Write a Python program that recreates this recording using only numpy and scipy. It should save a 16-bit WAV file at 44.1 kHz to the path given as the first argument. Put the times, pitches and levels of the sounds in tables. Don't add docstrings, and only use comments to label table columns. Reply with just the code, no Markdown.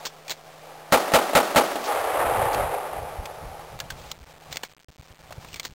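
import sys
import numpy as np
from scipy import signal
from scipy.fft import rfft, irfft
from scipy.io import wavfile
from scipy.ndimage import uniform_filter1d

SR = 44100
rng = np.random.default_rng(int(sys.argv[2]) if len(sys.argv) > 2 else 0)


def store_wav(level_fs):
    pcm = np.round(np.clip(np.atleast_2d(level_fs), -1, 1) * 32767)
    wavfile.write(sys.argv[1], SR, pcm.T.astype(np.int16))


def attenuation_scalar(level_db):
    decades = np.asarray(level_db, float) / 20
    return 10 ** decades


N = 253562

# [t/s, strength/dB]
SHOTS = [
    (0.9226, 0),
    (1.1369, 0),
    (1.3515, 0),
    (1.5596, 0),
]


def white():
    return rng.standard_normal(N)


def unit(x):
    return x / np.sqrt(np.mean(x ** 2))


def band(x, lo_hz, hi_hz, order=2):
    return signal.sosfilt(signal.butter(order, [lo_hz, hi_hz], "band", fs=SR, output="sos"), x)


def colour(x, table):
    hz, db = np.transpose(table)
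    grid = np.maximum(np.arange(2049) * SR / 4096, 1)
    log_gain = np.log(attenuation_scalar(np.interp(np.log(grid), np.log(hz), db)))
    cepstrum = irfft(log_gain)
    cepstrum[1:2048] *= 2
    cepstrum[2049:] = 0
    response = irfft(np.exp(rfft(cepstrum)))
    return signal.fftconvolve(x, response)[:len(x)]


def walk(rate):
    k = int(SR / rate)
    steps = np.repeat(rng.standard_normal(N // k + 1), k)
    return unit(uniform_filter1d(steps, k)[:N])


def scatter(table, treble_db, lumpy_db, bass_db=0, bass_hz=600, split_hz=1500):
    x = unit(colour(white() * attenuation_scalar(lumpy_db * walk(300)), table))
    low = signal.filtfilt(*signal.butter(1, split_hz, fs=SR), x)
    bass = signal.filtfilt(*signal.butter(2, bass_hz, fs=SR), low)
    middle = low - bass
    treble = x - low
    return bass * attenuation_scalar(bass_db) + middle + treble * attenuation_scalar(treble_db)


def add(out, s, x):
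    i = int(s * SR)
    out[i:i + len(x)] += x[:N - i]


def ducking():
    # [t/s, drop/dB, recovery/s]
    drops = [(0.071, 6, 0.52), (0.322, 3, 0.55), (4.12, 10.5, 0.448), (4.574, 6.5, 0.529),
             (4.636, 7.5, 0.99), (5.60, 3, .4), (5.654, 7, .6), (5.733, 40, 1)]
    t = np.arange(N) / SR
    drop_db = 0
    for s, db, recovery_s in drops:
        onset = np.clip((t - s) / .004, 0, 1)
        recovery = np.clip(1 - (t - s) / recovery_s, 0, 1)
        drop_db = drop_db + db * onset * recovery
    return attenuation_scalar(-drop_db)


def camera():
    # [f/Hz, level/dB rms]
    motor = [
        (156.1, -57.5),
        (1184, -76),
        (2342, -68.5),
    ]
    t = np.arange(N) / SR
    hum = sum(np.sqrt(2) * attenuation_scalar(db) * np.sin(2 * np.pi * hz * t) for hz, db in motor)
    since = t - SHOTS[0][0]
    dip_db = 14 * (since > 0) * np.clip(1 - since / 2, 0, 1)
    hiss = unit(band(white(), 300, 4000, order=1)) * attenuation_scalar(-62 + 2.0 * walk(35))
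    gain = ducking()
    return hum * attenuation_scalar(-dip_db) * gain ** .3 + hiss * gain ** .04


def wind():
    # [t/s, peak level/dB, time to fade by 20 dB/s]; a negative time swaps rise and fade
    gusts = [(.02, -70.5, -2), (.315, -54, 0.1), (.7, -66, 2.7), (1.8, -60.5, 0.7), (2.27, -37, .04),
             (2.35, -34, -0.4), (2.44, -35, 0.5), (2.61, -35.5, 0.21), (2.72, -49.5, .5), (3.0, -39, 0.32),
             (3.22, -40.5, .15), (3.439, -33, -0.06), (3.52, -47.5, -2), (3.74, -45, 0.73),
             (3.87, -41.5, 0.64), (3.989, -43.5, 0.6), (4.12, -47, -0.6), (4.21, -48, 0.2178),
             (4.359, -52, -0.28), (4.5, -53, 0.34), (4.64, -54.5, -0.52), (4.9, -54, .03),
             (5.005, -44.5, 0.1), (5.108, -45, 0.02), (5.23, -51.5, 0.1), (5.385, -44.5, 0.61),
             (5.5, -49.5, 0.9), (5.66, -57.5, .03)]
    # [t/s, peak level/dB, f/Hz]
    thumps = [(2.258, -36, 68.8), (2.337, -34.5, 78.5), (2.447, -37, 93.5), (2.597, -31.5, 52.9),
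              (3.018, -30.5, 78), (3.179, -22.5, 59.8), (3.441, -29.5, 37.84), (4.21, -37, 53.44),
              (4.877, -42, 72), (4.988, -35, 89.4), (5.098, -42, 63.3), (5.231, -47, 52.7),
              (5.376, -32, 108)]
    rise_share, calm_db = .45, -84
    rumble = unit(band(white() * attenuation_scalar(4 * walk(30)), 22, 120))
    t = np.arange(N) / SR
    swell_db = []
    for s, db, fade_s in gusts:
        away = np.maximum((t - s) / fade_s, (s - t) / (fade_s * rise_share))
        swell_db.append(db - 20 * away)
    out = rumble * attenuation_scalar(np.maximum(np.max(swell_db, axis=0), calm_db))
    for s, db, hz in thumps:
        t = np.arange(int(1.8 * SR / hz)) / SR
        add(out, s, -attenuation_scalar(db) * np.sin(2 * np.pi * hz * t) * np.hanning(len(t)))
    return out


def scrapes():
    # [start t/s, end t/s, level/dB]
    slides = [(0, 0.054, -45.5), (3.96, 4.114, -47), (4.509, 4.531, -43), (4.648, 4.728, -57.5),
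              (5.404, 5.541, -53.5), (5.647, 5.681, -49)]
    swell_db = 8.5
    t = np.arange(N) / SR
    gain = 0
    for start, end, db in slides:
        left = np.clip((end - t) / (end - start), 0, 1)
        gain = gain + (t > start) * (t < end) * attenuation_scalar(db - swell_db * left)
    return gain * unit(band(white() * attenuation_scalar(3 * walk(150)), 1970, 5460))


def clicks():
    # [t/s, peak level/dB, ring f/Hz, time to fade by 60 dB/s]
    ticks = [(.0523, -20.5, 4595, 0.049), (.0568, -22.5, 5293, 0.091), (.0709, -26, 5300, 0.04),
             (.2804, -28, 2400, 0.055), (.2959, -20, 4470, 0.038), (.3054, -16.5, 4140, 0.026),
             (.3111, -19, 3938, 0.07), (3.2557, -23.5, 2530, 0.034), (3.8016, -13.5, 3370, 0.013),
             (3.803, -22, 1670, .04), (3.9025, -19.5, 4160, 0.015), (3.904, -24, 1550, 0.0476),
             (4.115, -16.5, 4050, 0.023), (4.5264, -20, 4060, 0.033), (4.5404, -35.5, 2070, 0.14),
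             (4.57, -14.5, 2240, 0.021), (4.632, -29.5, 3420, .03), (4.648, -34, 2200, .063),
             (5.4848, -37, 2550, .04), (5.53, -30.5, 2930, 0.036), (5.5425, -19, 2320, 0.018),
             (5.559, -28, 2240, 0.067), (5.597, -15.5, 2184, 0.028), (5.6308, -32, 4040, .036),
             (5.6502, -19.5, 3894, .041), (5.6668, -34.5, 4270, 0.0558)]
    # [t/s, peak level/dB, ring f/Hz, time to fade by 60 dB/s]
    clacks = [(.0662, -18, 3730, 0.015), (.319, -19.5, 2328, 0.019), (.9168, -32, 3500, .05),
              (2.5313, -22.5, 4500, 0.056), (2.5445, -21.5, 2480, 0.035), (3.7904, -26.5, 2360, 0.0136),
              (3.921, -35, 3346, 0.036), (4.5174, -33.5, 4350, 0.046), (4.558, -21.5, 4328, 0.021),
              (4.6344, -18, 2840, 0.017), (4.636, -23, 1424, 0.034), (5.307, -31, 718, 0.055),
              (5.3243, -25.5, 2742, 0.022), (5.425, -36, 1023, .053), (5.447, -28, 1000, 0.031),
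              (5.6414, -31, 4404, 0.0366), (5.6544, -23, 4080, 0.0275)]
    # [f/Hz, level over the crack/dB]
    steel = [
        (2250, -14.5),
        (3400, -5),
        (4350, -4.5),
    ]
    out = np.zeros(N)
    t = np.arange(3000) / SR
    for table, body_db, hard_db in [(ticks, -13, -7), (clacks, -5, -8)]:
        for s, db, hz, t60 in table:
            a, b, c = rng.standard_normal((3, len(t)))
            crack_db = hard_db + 19.5 * min(np.log2(hz / 1500), 0)
            fade = attenuation_scalar(-60 * t / max(t60, .005)) * np.minimum(t / 0.000087, 1)
            frame = sum(unit(band(a, f * .96, f * 1.04, order=1)) * attenuation_scalar(g) for f, g in steel)
            crack = (unit(band(a, 1500, 7000)) + frame) * attenuation_scalar(crack_db - 4.5)
            pure_ring = np.sin(2 * np.pi * hz * t) * attenuation_scalar(-9.5)
            rough_ring = unit(band(b, hz * .94, hz * 1.06, order=1)) * attenuation_scalar(-12.5)
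            body = unit(band(c, 380, 1050, order=1)) * attenuation_scalar(body_db - 3.0)
            add(out, s, attenuation_scalar(db) * fade * (crack + pure_ring + rough_ring + body))
    return out


def valley():
    # [t/s, level/dB]
    roar = [(0.0, -44.5), (0.51, -47.5), (0.75, -44.5), (0.92, -47), (0.98, -55), (1.1, -35.5), (1.28, -36),
            (1.63, -48), (1.8, -38), (1.88, -26), (2.18, -23.5), (2.56, -25), (3.06, -35.5), (4.03, -48),
            (4.7, -50.5), (4.95, -57), (5.5, -52), (5.75, -66.5)]
    # [f/Hz, level/dB per Hz]
    rock = [(150, -49), (250, -22), (442, -7.5), (523, -3.5), (634, -4), (822, -1.5), (985, -11),
            (1150, -9), (1530, -15), (2310, -20), (5500, -34), (7150, -72), (12100, -120)]
    # [t/s, rise/dB, fade/s]
    surges = [
        (2.19, 6, 0.33),
        (2.418, 9.5, 0.009),
    ]
    loud_db = -25.5
    t = np.arange(N) / SR
    surge_db = sum(db * (t > s) * np.exp(-abs(t - s) / fade) for s, db, fade in surges)
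    roar_s, roar_db = np.transpose(roar)
    over_db = np.interp(t, roar_s, roar_db) - loud_db
    front_db = 4.5 * np.exp(-abs(t - 1.9) / 0.73)
    rustle_db = .5 * np.clip(-12 - over_db, 0, 12)
    treble_db = -3 + rustle_db + front_db - surge_db
    bass_db = -1 - 0.19 * over_db - .5 * surge_db
    level_db = loud_db + over_db + surge_db
    patchy_db = 0.7 * walk(25) + 0.53 * walk(70)
    return scatter(rock, treble_db, 1.2, bass_db) * attenuation_scalar(level_db + patchy_db)


def sizzle():
    late_swell = (1.84, -2)
    t60 = 1.3
    t = np.arange(N) / SR
    power = sum((t > s) * attenuation_scalar(db - 60 * abs(t - s) / t60) ** 2 for s, db in [*SHOTS, late_swell])
    return np.sqrt(power) * attenuation_scalar(-36.5 + 2.0 * walk(60)) * unit(band(white(), 2840, 6500))


def near_echo_db():
    # [delay/s, level/dB, hold/s, time to fade by 60 dB/s]
    returns = [(0, -7, .0285, .018), (.029, -16, .011, 0.0283), (0.047, -20.5, 0.003, 0.16),
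               (0.074, -26, .01, 0.51), (0.131, -31, 0.044, 0.2), (.195, -22.5, .002, .06),
               (0.202, -31.5, 0.0056, 0.9)]
    t = np.arange(N) / SR
    power = 0
    for s, db, hold, t60 in returns:
        rise = np.clip((t - s) / .002 + (s == 0), 0, 1)
        fade_db = 60 * np.clip(t - s - hold, 0, 1) / t60
        power = power + rise * attenuation_scalar(db - fade_db) ** 2
    return 10 * np.log10(power + 1e-9)


def shots():
    # [f/Hz, level/dB per Hz]
    blast = [(90, -45), (150, -16.5), (230, -7.5), (370, -4), (460, -5), (620, -0.5), (810, -2),
             (1000, -8.5), (1300, -7.5), (2070, -15), (5500, -22.5), (7150, -44), (12000, -120)]
    # [delay/s, level/dB]
    slaps = [(.0335, -4), (.0378, -5), (.0525, -8), (.0605, -10), (.0815, -14), (.160, -15), (.196, -15)]
    # [f/Hz, level/dB, time to fade by 60 dB/s]
    drum = [(269, -14, 0.12), (355, -15.5, 0.13), (623, -25, 0.11), (814, -8, 0.15), (1329, -11.5, 0.077)]
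    level_db = near_echo_db()
    n = int(.34 * SR)
    treble_db = 0.5 + 3 * np.exp(-np.arange(N) / SR / 0.00467)
    same = (scatter(blast, treble_db, 0.84) * attenuation_scalar(level_db))[:n]
    t = np.arange(300) / SR
    wave = (1 - t / .0003) * np.exp(-t / .0003)
    add(same, 0, -attenuation_scalar(-4) * wave)
    slap = band(wave, 400, 1400)
    slap = slap / abs(slap).max()
    for s, db in slaps:
        add(same, s, -attenuation_scalar(db) * slap)
    lag = np.arange(n) / SR
    for hz, db, t60 in drum:
        same = same + attenuation_scalar(db - 60 * lag / t60) * np.sin(2 * np.pi * hz * lag)
    out = np.zeros(N)
    for s, db in SHOTS:
        own = (scatter(blast, 5 + treble_db, 1.5) * attenuation_scalar(level_db - 11))[:n]
        add(out, s, attenuation_scalar(db) * (same + own))
    return out


def scene():
    background = camera() + wind() + scrapes() + clicks()
    echoes = ducking() * valley() + sizzle()
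    return (background + echoes + shots())[None]


def band_limit(x):
    return signal.sosfilt(signal.butter(12, 16640, fs=SR, output="sos"), x)


def record(dry):
    rate_hz, hold_start, step = 11026, 2.75, 1 / 128
    x = 0.3283 * np.tanh(dry[0] / 0.33)
    x = signal.lfilter([1, -1], [1, -np.exp(-2 * np.pi * 30 / SR)], x)
    x = signal.sosfilt(signal.butter(3, 6000, fs=SR, output="sos"), x)
    tick = np.floor((np.arange(N) - hold_start) * rate_hz / SR)
    index = np.clip(tick * SR / rate_hz + hold_start, 0, N - 1).astype(int)
    held = step * np.round(x[index] / step + .08)
    y = signal.sosfiltfilt(signal.ellip(6, .1, 40, 15700, fs=SR, output="sos"), held)
    return band_limit(y[None])


dry = scene()
out = record(dry)
store_wav(out)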